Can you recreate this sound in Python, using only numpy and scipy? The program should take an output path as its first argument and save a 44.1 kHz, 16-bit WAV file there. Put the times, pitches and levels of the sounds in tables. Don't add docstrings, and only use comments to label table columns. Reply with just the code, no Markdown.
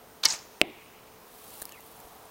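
import sys
import numpy as np
from scipy import signal
from scipy.io import wavfile
from scipy.ndimage import uniform_filter1d

SR = 44100
rng = np.random.default_rng(int(sys.argv[2]) if len(sys.argv) > 2 else 0)


def put_to_file(sound):
    columns = np.atleast_2d(sound).T
    safe = np.clip(columns, -1, 1)
    whole_steps = np.round(safe * 32767)
    wavfile.write(sys.argv[1], SR, whole_steps.astype(np.int16))


def level_to_linear(level):
    exponent = np.asarray(level, float) / 20
    return 10 ** exponent


N = 101429
T = np.arange(N) / SR
THUD_S = .6147


def band(x, hz, width_hz, order=2):
    edges = np.clip([hz - width_hz / 2, hz + width_hz / 2], 10, SR * 9 / 20)
    return signal.sosfilt(signal.butter(order, edges, "band", fs=SR, output="sos"), x)


def unit(x):
    return x / np.sqrt(np.mean(x ** 2))


def hiss():
    return rng.standard_normal(N)


def walk(rate):
    k = int(SR / rate)
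    steps = np.repeat(rng.standard_normal(N // k + 1), k)
    return unit(uniform_filter1d(uniform_filter1d(steps, k), k)[:N])


def grit(rate, spread_db):
    return unit(hiss() * level_to_linear(spread_db * walk(rate)))


def curve(rows):
    s, db = np.array(rows).T
    return level_to_linear(np.interp(T, s, db, left=-140, right=-140))


def ring(s, hz, db, t60, rise=1e-4):
    u = np.maximum(T - s, 0)
    decay = level_to_linear(db - 60 * np.minimum(u / t60, 5))
    return decay * (1 - np.exp(-u / rise)) * np.sin(2 * np.pi * hz * u)


def tone(hz):
    return np.sin(2 * np.pi * np.cumsum(hz) / SR)


# pitch [Hz], level per Hz [dB].
AIR_SPECTRUM = [(30, -12), (400, -7.5), (1000, -6), (1700, -21), (6000, -23.5), (7700, -25), (9500, -27),
                (14500, -25.5)]
# time [s], level [dB].
TRAFFIC_SWELL = [
    (0, -1.5),
    (.6, -1),
    (1.1, -2.5),
    (1.5, 0.5),
    (1.9, -0.5),
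    (2.15, 3),
    (2.3, 2),
]


def yard():
    s, db = np.array(TRAFFIC_SWELL).T
    swell = np.interp(T, s, db)
    spectrum_hz, spectrum_db = np.array(AIR_SPECTRUM).T
    air = 0
    for hz in 25 * 2 ** np.arange(0, 9.5, 1 / 3):
        third = band(hiss(), hz, hz * 0.26, order=1)
        traffic_share = np.exp(-(np.log(hz / 800) / 0.33) ** 2)
        level = np.interp(np.log(hz), np.log(spectrum_hz), spectrum_db)
        air = air + third * level_to_linear(level + traffic_share * swell + 0.99 * walk(8.55))
    air = air - 0.23 * band(air, 7600, 841.7, order=1)
    hum_level = level_to_linear(-63.5 + 0.39 * walk(12.3)) * 2 ** .5
    hum = hum_level * tone(440 * (1 + 0.0065 * walk(8.5)))
    drone = level_to_linear(-66.5 + 2.6 * swell) * unit(band(hiss(), 733, 120))
    top_hiss = level_to_linear(-62.5) * unit(band(hiss(), 15000, 2200, order=1))
    return level_to_linear(-53) * unit(air) + hum + drone + top_hiss


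# start [s], length [s], level [dB].
CRICKET_CALLS = [
    (.05, .13, -68.5),
    (.55, .06, -70),
    (.81, .07, -68),
    (1.08, .07, -68),
    (1.81, .07, -68),
    (2.23, .05, -69),
]
# time [s], pitch [Hz], level [dB].
CHIRP_GLIDE = [
    (1.712, 2800, -70),
    (1.718, 2800, -59),
    (1.734, 2760, -53),
    (1.744, 2700, -56),
    (1.75, 2460, -56),
    (1.766, 2300, -60),
    (1.776, 2120, -57),
    (1.796, 2020, -59),
    (1.80, 2000, -72),
]
# start [s], pitch [Hz], level [dB], time to fall 60 dB [s].
CHIRP_SIDE_NOTES = [
    (1.716, 1800, -50, .1),
    (1.728, 3350, -57, .08),
    (1.797, 2750, -54, .06),
]


def wildlife():
    calls = 0
    for s, length, db in CRICKET_CALLS:
        calls = calls + level_to_linear(db) * np.sin(np.pi * np.clip((T - s) / length, 0, 1)) ** .5
    cricket = unit(band(grit(140, 1.1), 8830, 400)) * calls
    s, hz, db = np.array(CHIRP_GLIDE).T
    pitch = np.interp(T, s, hz) * (1 + .045 * walk(500))
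    chirp = curve(np.c_[s, db]) * level_to_linear(2 + 3 * walk(200)) * tone(pitch)
    sides = sum(ring(*side, rise=.004) for side in CHIRP_SIDE_NOTES)
    return cricket + chirp + sides


# time [s], level [dB].
RUSTLE_LEVEL = [(1.2, -66.5), (1.33, -58.5), (1.35, -55.5), (1.48, -53), (1.53, -49), (1.6, -49.5),
                (1.64, -56), (1.76, -60.5), (1.83, -58), (1.95, -57), (2.15, -61.5), (2.3, -66)]
# start [s], level [dB], pitch [Hz], time to fall 60 dB [s].
NEAR_CLICKS = [(.2343, -30, 14200, .004), (.2474, -25, 4000, .006), (.2476, -33, 9000, .006),
               (.3385, -26, 10200, .003), (.3385, -28, 2200, .004), (.3385, -34, 1000, .006),
               (1.3412, -42, 13000, .006), (1.612, -39, 14500, .008), (1.618, -19, 14300, .0025),
               (1.618, -25, 10800, .003), (1.618, -29, 7000, .003), (1.618, -36, 4000, .003),
               (1.621, -23, 9400, .004), (1.621, -30, 13600, .004), (1.621, -30, 15300, .003),
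               (1.621, -31, 4200, .004), (1.621, -33, 1700, .008), (1.621, -37, 700, .006),
               (1.621, -52, 110, .04), (1.6266, -28, 9300, .006), (1.6266, -32, 11500, .005),
               (1.6266, -33, 15200, .005), (1.6266, -36, 4500, .005), (1.6542, -23, 11000, .0035),
               (1.6542, -24, 15200, .003), (1.6542, -29, 5100, .004), (1.6542, -32, 8700, .004),
               (1.6542, -43, 600, .006), (1.6928, -36, 12000, .008), (1.6928, -40, 4500, .008),
               (1.6928, -42, 2800, .008), (1.6928, -43, 6500, .006), (1.717, -42, 12000, .003),
               (1.7222, -35, 6800, .004), (1.7222, -38, 7800, .005), (1.7222, -40, 4100, .005),
               (1.7222, -39, 12000, .006), (1.8064, -37, 13000, .005), (1.8064, -43, 6800, .005),
               (1.864, -42, 13000, .005), (1.9154, -41, 14000, .005), (2.0017, -37, 13000, .009),
               (2.0017, -42, 7500, .007), (2.1524, -42, 13400, .007), (2.2542, -43, 10000, .007)]


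def gear():
    stalks = unit(band(grit(1500, 3.1), 12476, 8500))
    cloth = level_to_linear(-7) * unit(band(grit(740, 1.2), 3750, 2400, order=1))
    rustle = curve(RUSTLE_LEVEL) * (stalks + cloth)
    rough = 1 + level_to_linear(-10) * unit(band(hiss(), 1500, 3400))
    clicks = rough * sum(ring(s, hz, db, t60, rise=4e-5) for s, db, hz, t60 in NEAR_CLICKS)
    footfall = ring(2.045, 50.65, -46, 0.093, rise=0.003862)
    return rustle + clicks + footfall


# time [s], level [dB].
ECHO_LEVEL = [
    (.262, -53),
    (.270, -37),
    (.284, -33.5),
    (.31, -33.5),
    (.334, -31.5),
    (.38, -44.5),
    (.446, -54),
    (.52, -60),
    (.62, -62),
]
# pitch [Hz], level [dB].
ECHO_RINGING = [(4115, -3), (4770, 1), (5420, 5), (6200, 4), (6850, 3.5)]
# arrival [s], level [dB], pitch [Hz].
FENCE_RETURNS = [(.2861, -21, 6640), (.2861, -22, 5430), (0.294, -25, 5450), (.3030, -16.5, 6700),
                 (.3066, -19, 4940), (0.3063, -25, 4160), (.3090, -27, 6300), (.3130, -23, 5960),
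                 (0.3203, -29, 4870), (0.3242, -20.5, 6690), (.3441, -32.5, 6240), (0.389, -37, 5300),
                 (0.415, -51, 7040)]


def snap_echo():
    high = 0
    for hz, db in [(4300, -0.5), (4900, -9), (5900, -2.5), (6500, -5)]:
        high = high + unit(band(grit(700, 2.7), hz, 1699)) * level_to_linear(db + 0.89 * walk(150))
    top_fade = level_to_linear(-1 - 60 * np.maximum(T - .31, 0) / 0.35)
    top = unit(band(grit(700, 3.9), 7940, 1600)) * top_fade
    pitched = 0
    for hz, db in ECHO_RINGING:
        pitched = pitched + unit(band(hiss(), hz, 210, order=1)) * level_to_linear(db + 2 * walk(81))
    low = 0
    for hz, db in [(200, -10), (500, -9), (1000, 3), (1500, -12), (2200, 4.5), (3000, -37), (11500, -5)]:
        low = low + unit(band(hiss(), hz, hz * 0.63)) * level_to_linear(db)
    scattered = 0.49 * (unit(high) + top) + level_to_linear(-7) * unit(pitched) + level_to_linear(-8) * unit(low)
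    bounce_s = .00158
    fences = 0
    for s, db, hz in FENCE_RETURNS:
        for k in range(4):
            fences = fences + ring(s + bounce_s * k, hz, db - 3.8 * k, 0.015, rise=0.0000815)
    return curve(ECHO_LEVEL) * scattered + fences


# pitch [Hz], level [dB], time to fall 60 dB [s].
TARGET_MODES = [(226.95, -62, 0.017), (350, -23.5, 0.051), (440, -18, 0.014), (630, -10.5, 0.014),
                (1470, 0, 0.0012), (2220, -29, 0.015), (2640, -21.5, 0.022), (4210, -1, 0.0025),
                (5540, -8, 0.00078), (7650, -22, 0.0017), (9200, -15.5, 0.0033), (11820, -14, 0.0016),
                (14860, -28, .002)]
# centre [Hz], width [Hz], level [dB], time to fall 60 dB [s].
THUD_ECHOES = [(233, 150, -38, 0.35), (334, 130, -40, 0.45), (640, 320, -36, 0.29), (2240, 560, -39, 0.33),
               (2470, 890, -48, 1.46), (3540, 660, -51, 0.62)]
# arrival [s], pitch [Hz], level [dB], time to fall 60 dB [s].
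WALL_RETURNS = [
    (.6215, 650, -22, 0.016),
    (0.6322, 278, -23, 0.037),
    (.6325, 2820, -27, .008),
    (.639, 450, -33, 0.055),
    (0.65, 343, -33.5, 0.11),
    (.652, 650, -40, 0.037),
    (0.675, 226, -41.5, 0.088),
    (.681, 420, -42, 0.059),
    (.686, 312, -41, 0.057),
    (.697, 395, -37, 0.058),
]


def thud():
    u = np.maximum(T - THUD_S, 0)
    struck = sum(ring(THUD_S, hz, db, t60, rise=0.000066) for hz, db, t60 in TARGET_MODES)
    lodging = np.sin(np.pi * np.clip(u / .0013, 0, 1)) ** 2.26
    punch = level_to_linear(2.5) * lodging * np.sin(2 * np.pi * 2630 * u)
    crack = level_to_linear(-40) * np.exp(-u / 0.00043) * hiss()
    spray = level_to_linear(-20 - 60 * u / 0.0091) * unit(band(grit(1000, 0.9), 5900, 5700, order=1))
    out = struck + punch + (u > 0) * (crack + spray)
    echo_onset = np.clip(u / 0.02, 0, 1) ** 2
    for hz, width_hz, db, t60 in THUD_ECHOES:
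        out = out + unit(band(grit(200, 1.6), hz, width_hz)) * level_to_linear(db - 60 * u / t60) * echo_onset
    out = signal.sosfilt(signal.butter(2, 220, "high", fs=SR, output="sos"), out)
    walls = sum(ring(*wall, rise=0.00048) for wall in WALL_RETURNS)
    thump = ring(THUD_S, 45, -41, 0.034, rise=0.0008)
    return out + walls + thump


# pitch [Hz], level [dB], time to fall 60 dB [s].
BOW_MODES = [(148.8, -52, 0.22), (315, -27.5, 0.036), (898, -34, 0.17), (1245, -42, 0.081),
             (1818, -23, 0.054), (2200, -18, 0.047), (2970, -17.5, 0.043)]
# time [s], level [dB].
SCRAPE_LEVEL = [
    (.230, -58),
    (.2345, -31),
    (.2405, -31),
    (.2468, -40),
    (.2476, -25),
    (.2505, -29),
    (.2535, -21),
    (.256, -26),
    (.268, -34),
]
# start [s], level [dB], pitch [Hz].
GRIP_SLAPS = [(.2368, -4, 4100), (.2385, -7, 4200), (.2401, -11, 3900), (.2547, 7.5, 5300),
              (.2562, 7, 5200), (.2580, 0, 4900), (.2592, 3.5, 5150), (.2608, 0, 4900), (.2626, -4, 4600),
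              (.2643, -9, 4200), (.2660, -14, 4500)]


def release():
    out = curve(SCRAPE_LEVEL) * unit(band(grit(1500, 1.2), 3480, 5840))
    for late, hz in [(-.0003, 13500), (.0003, 9500)]:
        puff = np.exp(-((T - .2537 - late) / .0011) ** 2)
        out = out + level_to_linear(-13.5) * puff * band(hiss(), hz, 3700)
    for s, db, hz in GRIP_SLAPS:
        for j in (-1, 0, 1):
            out = out + ring(s, hz * (1 + .11 * j), db - 6 - 3 * abs(j), .0045, rise=.0003)
    wood = sum(ring(.2549, hz, db, t60, rise=0.0027) for hz, db, t60 in BOW_MODES)
    return out + wood


def scene():
    shot = release() + snap_echo() + thud()
    return (shot + gear() + wildlife() + yard())[None]


def band_limit(x):
    return signal.sosfilt(signal.butter(12, 17020, fs=SR, output="sos"), x)


def record(dry):
    wet = signal.sosfilt(signal.ellip(8, .2, 50, 15850, fs=SR, output="sos"), dry)
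    limit = .78
    wet = wet / (1 + (wet / limit) ** 4) ** (1 / 4)
    u = T - THUD_S - .012
    duck_db = -6 * (u > 0) * np.exp(-np.abs(u) / 0.075)
    return band_limit(wet * level_to_linear(duck_db))


dry = scene()
out = record(dry)
put_to_file(out)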